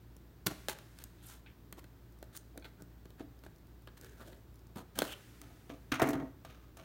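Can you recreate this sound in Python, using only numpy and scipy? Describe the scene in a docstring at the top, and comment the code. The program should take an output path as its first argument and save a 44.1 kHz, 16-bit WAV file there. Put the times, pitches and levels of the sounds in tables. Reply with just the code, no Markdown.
"""A low appliance hum in a quiet room, then scissors close by, working through tape on a cardboard box.
Tape snaps and rasps as cracking noise and stick-slip jerks, the flap thuds and the blade rings as
decaying modes, and the blade squeaks as it is drawn out: jerks in a narrow, rising resonance.
Then the box is tipped up: it scuffs over the parcel beneath and its contents knock about.
Filtered noise makes the rustles, soft hiss and faint ticks; a diffuse noise tail makes the room."""
import sys
import numpy as np
from scipy import signal
from scipy.fft import rfft, irfft
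from scipy.io import wavfile

SR = 44100
rng = np.random.default_rng(int(sys.argv[2]) if len(sys.argv) > 2 else 0)


def bounce(signal):
    """Save signal as a 16-bit WAV file at the path given by the first command-line argument."""
    frames = np.transpose(np.atleast_2d(signal))
    limited = np.clip(frames, -1, 1)
    pcm = np.round(limited * 32767).astype(np.int16)
    wavfile.write(sys.argv[1], SR, pcm)


N = 301672  # length in samples

# motor and mains hum together: f/Hz, level/dB rms
HUM = [(57.5, -59.5), (60, -69), (115, -65), (120, -73.5), (172.5, -74), (230, -83), (287.5, -108)]
# spectrum of the still air and hiss: f/Hz, relative level/dB per Hz
AIR = [(20, -25), (35, -11), (65, -6), (100, -7), (210, -13.5), (340, -13.5), (520, -24), (1000, -28),
       (1700, -31), (2200, -35.5), (2900, -37.5), (3800, -37), (5500, -41), (10500, -45.5), (12500, -41.5),
       (14500, -36.5), (15800, -36.5)]
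AIR_DB = -59.5  # rms

# tape snaps and blade clicks: t/s, crack level/dB, flap thud level/dB, tick level/dB, favoured flap f/Hz
SNAPS = [(.166, -88, -55, -62.5, 197), (.4605, -62, -66, -58, 226), (.4645, -43, -37.5, -35, 226),
         (.4683, -39.5, -36, -32.5, 150), (.4701, -50, -39, -35, 187), (.6846, -39.5, -36.5, -40.5, 690),
         (.7868, -58, -74, -58.5, 180), (.9876, -64, -68, -55.5, 157), (1.039, -86, -80, -48, 141),
         (1.7259, -54, -52, -50.5, 188), (1.8416, -62, -58, -66, 130), (2.2272, -59, -48, -57, 524),
         (2.3612, -72, -66, -56, 130), (2.3655, -70, -61, -48.5, 130), (2.3731, -66, -72, -47.5, 130),
         (2.576, -58, -48, -53, 296), (2.8214, -78, -49, -58, 176), (3.055, -67, -51, -66, 205),
         (3.1042, -68, -60, -67.5, 200), (3.1965, -60, -58, -69, 270), (3.4374, -62.5, -58.5, -65.5, 560),
         (3.4645, -62.5, -53, -69, 570), (3.8734, -55, -56.5, -65, 397), (3.884, -62, -62, -81, 1000),
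         (4.0119, -77, -68, -56.5, 170), (4.0453, -60, -68, -58.5, 130), (4.212, -60, -60, -70, 590),
         (4.222, -69, -69, -80, 700), (4.3291, -60, -59, -71, 160), (4.7595, -64, -44.5, -59, 201),
         (4.9885, -44, -37.5, -33, 620), (5.0195, -36, -30.5, -42, 452), (5.4156, -63, -57, -53.5, 130)]
# modes of the taped flap: f/Hz, level/dB, t60/s
FLAP_MODES = [(116, -10.5, 0.12), (138, -5.5, 0.082), (178.5, -5.5, 0.14), (211, 0.5, 0.045),
              (299, 1, 0.059), (400, 5.5, 0.026), (571, -0.5, 0.031), (618, 7, 0.013), (850, -3, 0.037),
              (1150, 5.5, 0.0054), (1470, 10.5, 0.01)]
# colour of cracking tape: f/Hz, level/dB
TAPE_CRACK = [(300, -61), (800, 9), (1150, 6.5), (1550, 10), (2300, 1), (3300, 3), (4300, -0.5),
              (6000, -31), (9000, -61)]
# colour of the fine ticking of edge and film: f/Hz, level/dB
TICK = [(2500, -12.5), (5000, -2), (6500, 1), (8200, -0.5), (9700, 0.5), (11000, -4), (12500, 0.5),
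        (16000, -2)]
SNAP_T60_S, SNAP_TICK_T60_S = 0.032, 0.0088
BITE_S = 0.00033  # time constant of a blow's build-up
ROOM_T60_S, ROOM_TREBLE_T60_S, ROOM_DB = 0.47, 0.12, -15

# steel blade ringing as it jumps free: t/s, level/dB, strongest f/Hz
BLADE_RINGS = [(.4688, -38, 1480), (.6846, -46, 2300), (4.9895, -36.5, 3280), (5.004, -48, 3500)]
# modes of the blade: f/Hz, level/dB, t60/s
BLADE_MODES = [(1330, 3, 0.012), (1470, 3, 0.012), (2250, -4, 0.01), (3190, 2, 0.016), (3370, 2, 0.016),
               (3900, -1, 0.01), (4380, -1, 0.012), (6300, -4, 0.008)]

# edge biting and tape tearing on: t/s, length/s, crest as share of length, rasp level/dB,
# flap level/dB, favoured flap f/Hz
CUTS = [(0.472, 0.022, 0.16, -44.5, -34.5, 161), (0.501, 0.034, 0.37, -51, -40.5, 190),
        (0.688, 0.047, 0.16, -42, -43.5, 710), (2.642, 0.05, 0.1, -58.5, -55, 440),
        (3.18, 0.063, 0.44, -65, -52, 298), (4.756, 0.07, 0.32, -55, -51.5, 398),
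        (5.017, 0.091, 0.12, -48, -53, 560)]
# hiss equals rasp at this level, and lags by this many dB for each dB less
CUT_BRIGHT_DB, CUT_DULLING = -49.5, 0.28

# soft hiss lingering after snips: t/s, length/s, level/dB
LINGER = [(0.49, 0.92, -62), (5.044, 1, -61.5)]
# colour of that hiss: f/Hz, level/dB per Hz
LINGER_COLOUR = [(400, -14), (1500, 8), (3500, 1.5), (6500, -1), (10000, -2.5), (16000, -5)]
LINGER_CREST_SHARE = 0.025  # of the length

# flat of the blade gliding over film: t/s, length/s, crest as share of length, hiss level/dB, flap level/dB
SLIDES = [(0.958, 0.12, 0.46, -63, -68), (1.219, 0.18, 0.57, -59.5, -68), (1.771, 0.034, 0.68, -59, -70),
          (2.327, 0.058, 0.5, -60.5, -75), (2.781, 0.08, 0.32, -76, -59), (3.439, 0.04, 0.32, -64, -61),
          (3.968, 0.028, 0.28, -62.5, -83), (3.978, 0.29, 0.25, -66, -60), (4.175, 0.072, 0.7, -62, -67),
          (4.22, 0.22, 0.23, -65.5, -56), (4.953, 0.094, 0.42, -49.5, -52), (5.039, 0.1, 0.91, -53.5, -71)]
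SLIDE_RASP_DB, SLIDE_HZ = -1, 360  # rasp relative to hiss, favoured flap pitch

# film pushed aside: t/s, length/s, crest as share of length, level/dB, lower edge f/Hz, upper edge f/Hz
FILM_RUSTLES = [(1.18, 0.09, 0.88, -66.5, 2520, 4140), (1.226, 0.14, 0.24, -56.5, 7400, 14200),
                (1.27, 0.088, 0.18, -59, 2200, 7900), (1.461, 0.065, 0.08, -59.5, 1660, 3300),
                (2.35, 0.064, 0.23, -57, 6000, 9800), (2.643, 0.046, 0.078, -58.5, 1860, 4350),
                (4.235, 0.091, 0.3, -71, 2400, 3860), (6.46, 0.15, 0.26, -67, 2020, 3980)]
# colour of rustling film: f/Hz, level/dB
FILM_RUSTLE = [(1500, -3), (3000, -5.5), (6000, 1.5), (12000, 4), (16000, 1)]

# stiff tape buckling in quick crinkles: t/s, level/dB, strongest f/Hz
CRINKLES = [(1.4615, -61, 3000), (2.624, -60, 3800), (2.632, -70, 4200), (2.6455, -58, 3000),
            (2.654, -56, 3600), (2.661, -66, 1500)]
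# modes of the buckling tape: f/Hz, level/dB, t60/s
FILM_MODES = [(864, 4, 0.13), (1535, 8, .035), (1800, -12, 0.024), (2190, 0, 0.053), (2430, 4, 0.028),
              (3080, -17, 0.02), (3390, -1, 0.035), (3900, -4, 0.029), (4300, -2, 0.033)]

# card and contents rustling: t/s, length/s, crest as share of length, level/dB,
# lower edge f/Hz, upper edge f/Hz
CARD_RUSTLES = [(1.773, 0.022, 0.74, -48.5, 200, 1130), (2.54, 0.069, 0.6, -53.5, 217, 800),
                (2.64, 0.056, 0.31, -62, 400, 2200), (4.195, 0.05, 0.38, -50, 254, 1700),
                (4.756, 0.084, 0.16, -45.5, 153, 1210), (4.957, 0.052, 0.86, -42.5, 149, 1400),
                (5.022, 0.062, 0.1, -46, 120, 900), (5.921, 0.078, 0.13, -40, 550, 3400),
                (5.993, 0.043, 0.16, -30, 590, 2490), (6.016, 0.06, 0.12, -29, 248, 2630),
                (6.055, 0.075, 0.36, -37.5, 240, 2360), (6.13, 0.088, 0.052, -40.5, 222, 1950),
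                (6.195, 0.095, 0.17, -42.5, 153, 764)]
# colour of rustling card: f/Hz, level/dB
CARD_RUSTLE = [(120, -2), (210, 10), (300, 4), (480, -3), (690, 0), (1000, -7), (1350, -1), (1600, -8),
               (2000, -4.5), (3000, -15)]

# span of the stray ticks of strained tape: start t/s, end t/s
CRACKLE_S = (1.9, 4.9)
CRACKLE_PER_S, CRACKLE_DB, CRACKLE_SPREAD_DB = 6, -74, 1.5

# knocks of box and contents: t/s, crack level/dB, box thud level/dB, tick level/dB, struck wall f/Hz
KNOCKS = [(3.2042, -61.5, -40, -83, 330), (5.6995, -51, -44, -74, 260), (5.9201, -32, -33.5, -50, 170),
          (5.9399, -38, -52, -49, 1380), (5.955, -41, -58, -56, 1380), (5.9963, -45, -32.5, -48, 880),
          (6.0175, -36, -26, -41.5, 590), (6.0255, -50, -30.5, -42.5, 141), (6.039, -53, -30, -56, 330),
          (6.053, -60, -38, -61, 280), (6.0618, -54, -38, -60, 400), (6.0718, -59, -37, -51, 500),
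          (6.0885, -55, -31.5, -43.5, 280), (6.105, -60, -35.5, -48.5, 456), (6.1315, -46, -33.5, -51, 410),
          (6.152, -55, -35.5, -64, 130), (6.1985, -55, -38.5, -74, 292), (6.228, -68, -42, -85, 288),
          (6.4487, -54, -51.5, -60.5, 516), (6.77, -59, -55.5, -58.5, 620)]
# modes of the whole box: f/Hz, level/dB, t60/s
BOX_MODES = [(108.5, -8, 0.17), (135, -1, 0.16), (207, -6, 0.09), (261, -1, 0.17), (280, 0, 0.17),
             (305, 0, 0.11), (376, -8, 0.11), (428, -5.5, 0.1), (525, -8, 0.09), (654, -2, 0.07),
             (674, -4, 0.07), (717, -4, 0.07), (755, -4, 0.06), (859, -2, 0.06), (947, -6, 0.05),
             (1066, -6, 0.03), (1167, -9, 0.07), (1237, -6, 0.08), (1335, -7, 0.04), (1481, -9, 0.025),
             (1674, -4, 0.018), (1900, -3, 0.018), (2200, -3, 0.015)]
# colour of cracking card fibre: f/Hz, level/dB
CARD_CRACK = [(300, 8.5), (700, -7), (1250, 17), (1900, 4.5), (2400, 7.5), (3100, 5), (3900, 1.5),
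              (5000, -9.5), (6500, -4), (10000, -87)]
KNOCK_T60_S, KNOCK_TICK_T60_S = 0.05, 0.042

# blade squeaking out of the slit: start t/s, crest t/s, end t/s
SQUEAK_S = (5.07, 5.138, 5.146)
SQUEAK_FROM_HZ, SQUEAK_TO_HZ, SQUEAK_WIDTH_HZ, SQUEAK_DB = 2880, 3120, 820, -46
SQUEAK_HISS_DB = -15  # relative to the squeak

# box scuffing over parcel and fingers: t/s, length/s, rasp level/dB, box level/dB, favoured wall f/Hz
SCUFFS = [(5.41, 0.25, -65, -60, 330), (5.693, 0.089, -58, -48, 400), (5.916, 0.08, -44, -39, 200),
          (6.016, 0.094, -48, -36, 300), (6.129, 0.17, -63, -39, 240), (6.455, 0.25, -62, -61, 393),
          (6.783, 0.11, -59.5, -56.5, 405)]
SCUFF_CREST_SHARE, SCUFF_HISS_DB = 0.029, -9  # share of the length, hiss relative to rasp

TOP_HZ = 15900  # upper edge of the final sound


def undb(db):
    """Decibels to gain."""
    return 10 ** (np.asarray(db) / 20)


def unit(x):
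    """Scale to an rms of 1."""
    return x / np.sqrt(np.mean(x ** 2))


def clock(seconds):
    """Sample times from zero."""
    return np.arange(int(seconds * SR)) / SR


def fade(t, t60):
    """Exponential decay, 60 dB down at t60."""
    return np.exp(-np.log(1000) * t / max(t60, 1e-3))


def add(track, start, x):
    """Mix a sound into the track at a time in seconds."""
    i = max(int(start * SR), 0)
    track[i:i + len(x)] += x[:max(len(track) - i, 0)]


def add_hit(track, start, x, db):
    """Mix in a hit whose level is its energy spread over a hundredth of a second."""
    window = .01 * SR
    add(track, start, x * undb(db) * np.sqrt(window / np.sum(x ** 2)))


def colour(x, points, patchy_db=0):
    """Shape a steady noise by (f/Hz, level/dB) points, rms 1; patchiness adds one contact's chance resonances."""
    hz, db = np.transpose(points)
    octave = np.log2(np.maximum(np.fft.rfftfreq(len(x), 1 / SR), 1))
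    knots = np.arange(0, 15, 1 / 7)  # seven to the octave
    patches = np.interp(octave, knots, rng.standard_normal(len(knots)))
    shape_db = np.interp(octave, np.log2(hz), db) + patchy_db * patches
    return unit(irfft(rfft(x) * undb(shape_db), len(x)))


def contact(x, crack_colour):
    """Split a contact's excitation into the crack of fibre and the bright tick of edge and film."""
    return colour(x, crack_colour, patchy_db=1.2), colour(x, TICK, patchy_db=.6)


def ring(modes, pitch_hz, focus_db, scatter_db=2.5, detune=0.01):
    """Decaying modes after one tap: those near one pitch are favoured, and each contact detunes them anew."""
    t = clock(.25)
    chance = rng.standard_normal((len(modes), 3))
    out = np.zeros(len(t))
    for (hz, db, t60), (sign, weight, shift) in zip(modes, chance):
        octaves_away = abs(np.log2(hz / pitch_hz))
        gain = undb(db + scatter_db * weight - focus_db * octaves_away)
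        tone = np.sin(2 * np.pi * hz * (1 + detune * shift) * t)
        out += np.sign(sign) * gain * tone * fade(t, t60)
    return out


def swell(start, crest, end, rise_db=12, fall_db=17, edge_s=0.00036):
    """Pressure of a stroke: it builds to a crest, then eases until contact is lost."""
    t = start + clock(max(end - start, .01))
    db = np.interp(t, [start, np.clip(crest, start, t[-1]), t[-1]], [-rise_db, 0, -fall_db])
    edges = np.clip(np.minimum(t - start, t[-1] - t) / edge_s, 0, 1)
    return undb(db) * edges


def slips(rate, spread_db):
    """A second of stick-slip: tiny jerks at random moments, a few much larger than the rest."""
    jerks = (rng.random(SR) < rate / SR) * rng.choice([-1, 1], SR)  # rate in jerks per second
    return jerks * undb(spread_db * np.minimum(rng.exponential(size=SR), 4))


def catching(size, rate=160, depth_db=2.8):
    """A sliding edge keeps catching and letting go, so its pressure flutters."""
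    steps = np.arange(size) * rate / SR
    return undb(depth_db * np.interp(steps, np.arange(SR), rng.standard_normal(SR)))


def blows(table, modes, crack_colour, crack_t60, tick_t60, focus_db):
    """Each blow is a burst of cracking fibre, a shorter bright tick and a thud of the cardboard behind it."""
    out, t = np.zeros(N), clock(.2)
    bite = 1 - np.exp(-t / BITE_S)
    for start, crack_db, thud_db, tick_db, pitch_hz in table:
        fibre, edge = contact(rng.standard_normal(len(t)), crack_colour)
        add_hit(out, start, ring(modes, pitch_hz, focus_db), thud_db)
        add_hit(out, start, fibre * bite * fade(t, crack_t60), crack_db)
        add_hit(out, start, edge * bite * fade(t, tick_t60), tick_db)
    return out


def strikes(table, modes, focus_db):
    """Each sharp contact sets the same modes ringing, strongest near its own pitch."""
    out = np.zeros(N)
    for start, db, pitch_hz in table:
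        add_hit(out, start, ring(modes, pitch_hz, focus_db, scatter_db=1.5, detune=.008), db)
    return out


def rub(start, length, crest_share, rasp_db, hiss_db, body_db, body, rasp_colour, rate, grit_db):
    """Stick-slip jerks rasp and hiss at the contact and keep the cardboard ringing."""
    out, jerks = np.zeros(N), slips(rate, grit_db)
    stroke = swell(start, start + crest_share * length, start + length)
    size = len(stroke)
    pressure = stroke * catching(size)
    rasp, hiss = contact(jerks, rasp_colour)
    surface = undb(rasp_db) * unit(rasp[:size]) + undb(hiss_db) * unit(hiss[:size])
    add(out, start, pressure * surface)
    drone = signal.fftconvolve(pressure * jerks[:size], body)
    # the drone carries as much energy as the pressure curve, before its level
    add(out, start, undb(body_db) * drone * np.sqrt(np.sum(pressure ** 2) / np.sum(drone ** 2)))
    return out


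def rustles(table, points, rate, grit_db):
    """Countless small contacts merge into a grainy rush, each rustle in its own band."""
    out = np.zeros(N)
    for start, length, crest_share, db, low_hz, high_hz in table:
        stroke = swell(start, start + crest_share * length, start + length)
        top_hz = np.clip(high_hz, low_hz * 2 ** .5, SR / 2 - 1)  # at least half an octave wide
        band = signal.butter(4, [low_hz, top_hz], "bandpass", fs=SR, output="sos")
        grains = signal.sosfilt(band, colour(slips(rate, grit_db), points))[-len(stroke):]
        add(out, start, undb(db) * stroke * unit(grains * catching(len(stroke))))
    return out


def background():
    """An appliance hums as steady sine partials over soft, coloured room noise and hiss."""
    t = np.arange(N) / SR
    hum = np.zeros(N)
    for hz, db in HUM:
        hum += np.sqrt(2) * undb(db) * np.sin(2 * np.pi * (hz * t + rng.random()))
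    return hum + undb(AIR_DB) * colour(rng.standard_normal(N), AIR)


def snaps():
    """The tape gives way under the blade: crack, tick and a thud of the flap."""
    return blows(SNAPS, FLAP_MODES, TAPE_CRACK, SNAP_T60_S, SNAP_TICK_T60_S, focus_db=7.5)


def room(x, split_hz=5000, gap_s=0.00081, treble_db=-4):
    """A diffuse tail from the walls, its treble dying sooner."""
    t = clock(.9)
    noise = rng.standard_normal(len(t))
    low = signal.sosfilt(signal.butter(1, split_hz, fs=SR, output="sos"), noise)
    treble = undb(treble_db) * (noise - low)
    tail = low * fade(t, ROOM_T60_S) + treble * fade(t, ROOM_TREBLE_T60_S)
    tail *= t > gap_s
    return undb(ROOM_DB) * signal.fftconvolve(x, tail / np.sqrt(np.sum(tail ** 2)))[:N]


def blade_rings():
    """The steel blade rings briefly in its own modes as it jumps free."""
    return strikes(BLADE_RINGS, BLADE_MODES, focus_db=8.0)


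def cuts():
    """A cut bites early and runs out in stick-slip; the louder its rasp, the brighter."""
    out = np.zeros(N)
    for start, length, crest_share, rasp_db, flap_db, pitch_hz in CUTS:
        hiss_db = rasp_db - CUT_DULLING * (CUT_BRIGHT_DB - rasp_db)
        flap = ring(FLAP_MODES, pitch_hz, focus_db=5.5)
        out += rub(start, length, crest_share, rasp_db, hiss_db, flap_db, flap, TAPE_CRACK,
                   rate=2600, grit_db=1.0)
    return out


def lingering_hiss():
    """A smooth, airy noise swells quickly and fades slowly."""
    out, air = np.zeros(N), colour(rng.standard_normal(N), LINGER_COLOUR)
    for start, length, db in LINGER:
        add(out, start, undb(db) * swell(start, start + LINGER_CREST_SHARE * length, start + length))
    return out * air


def slides():
    """The gliding blade slips over the film, swelling and fading, with more hiss than rasp."""
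    out = np.zeros(N)
    for start, length, crest_share, hiss_db, flap_db in SLIDES:
        flap = ring(FLAP_MODES, SLIDE_HZ, focus_db=3.0)
        out += rub(start, length, crest_share, hiss_db + SLIDE_RASP_DB, hiss_db, flap_db, flap, TAPE_CRACK,
                   rate=3200, grit_db=2.2)
    return out


def film_rustles():
    """The film rustles in dense small slips as it is pushed aside."""
    return rustles(FILM_RUSTLES, FILM_RUSTLE, rate=2600, grit_db=3.0)


def crinkles():
    """Stiff tape buckles, and each crinkle sets its modes ringing."""
    return strikes(CRINKLES, FILM_MODES, focus_db=6.5)


def card_rustles():
    """Card and contents rustle in coarser slips as the box is gripped and tipped."""
    return rustles(CARD_RUSTLES, CARD_RUSTLE, rate=1300, grit_db=3.2)


def crackle():
    """Strained tape lets go in faint, scattered ticks of decaying noise."""
    out, t = np.zeros(N), clock(.02)
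    count = int(CRACKLE_PER_S * (CRACKLE_S[1] - CRACKLE_S[0]))
    for start, size in zip(rng.uniform(*CRACKLE_S, count), rng.standard_normal(count)):
        tick = colour(rng.standard_normal(len(t)), TICK, patchy_db=4) * fade(t, SNAP_TICK_T60_S)
        add(out, start, undb(CRACKLE_DB + CRACKLE_SPREAD_DB * size) * unit(tick))
    return out


def knocks():
    """The box bumps on the parcel and its contents tumble: crack, tick and a thud of the walls."""
    return blows(KNOCKS, BOX_MODES, CARD_CRACK, KNOCK_T60_S, KNOCK_TICK_T60_S, focus_db=7.5)


def squeak():
    """The blade chatters against the tape in one narrow, rising resonance and hisses until it comes free."""
    out, pressure = np.zeros(N), swell(*SQUEAK_S)
    size = len(pressure)
    # shift the gliding pitch down to zero, low-pass there, and shift it back up
    turn = np.exp(2j * np.pi * np.cumsum(np.linspace(SQUEAK_FROM_HZ, SQUEAK_TO_HZ, size)) / SR)
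    narrow = signal.butter(2, SQUEAK_WIDTH_HZ / 2, fs=SR, output="sos")
    chatter = np.real(turn * signal.sosfilt(narrow, slips(1900, 1.3)[:size] / turn))
    hiss = colour(slips(2390, 1.7), TICK)[:size]
    add(out, SQUEAK_S[0], undb(SQUEAK_DB) * pressure * (unit(chatter) + undb(SQUEAK_HISS_DB) * hiss))
    return out


def scuffs():
    """Card drags over film and skin in sparse, uneven slips, dull and gritty."""
    out = np.zeros(N)
    for start, length, rasp_db, box_db, pitch_hz in SCUFFS:
        wall = ring(BOX_MODES, pitch_hz, focus_db=2.0)
        out += rub(start, length, SCUFF_CREST_SHARE, rasp_db, rasp_db + SCUFF_HISS_DB, box_db, wall, CARD_CRACK,
                   rate=1400, grit_db=3.5)
    return out


def scene():
    """Scissors, then the box, in the room, over the hum."""
    scissors = snaps() + blade_rings() + cuts() + slides() + squeak()
    tape = film_rustles() + crinkles() + crackle()
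    box = card_rustles() + knocks() + scuffs()
    direct = scissors + tape + box
    return (direct + room(direct) + lingering_hiss() + background())[None]


def record(dry):
    """Thin the deep bass with a high-pass and cut the top with a steep low-pass."""
    thinned = signal.sosfilt(signal.butter(2, 40, "highpass", fs=SR, output="sos"), dry)
    return signal.sosfilt(signal.ellip(10, .2, 70, TOP_HZ, fs=SR, output="sos"), thinned)


dry = scene()
out = record(dry)
bounce(out)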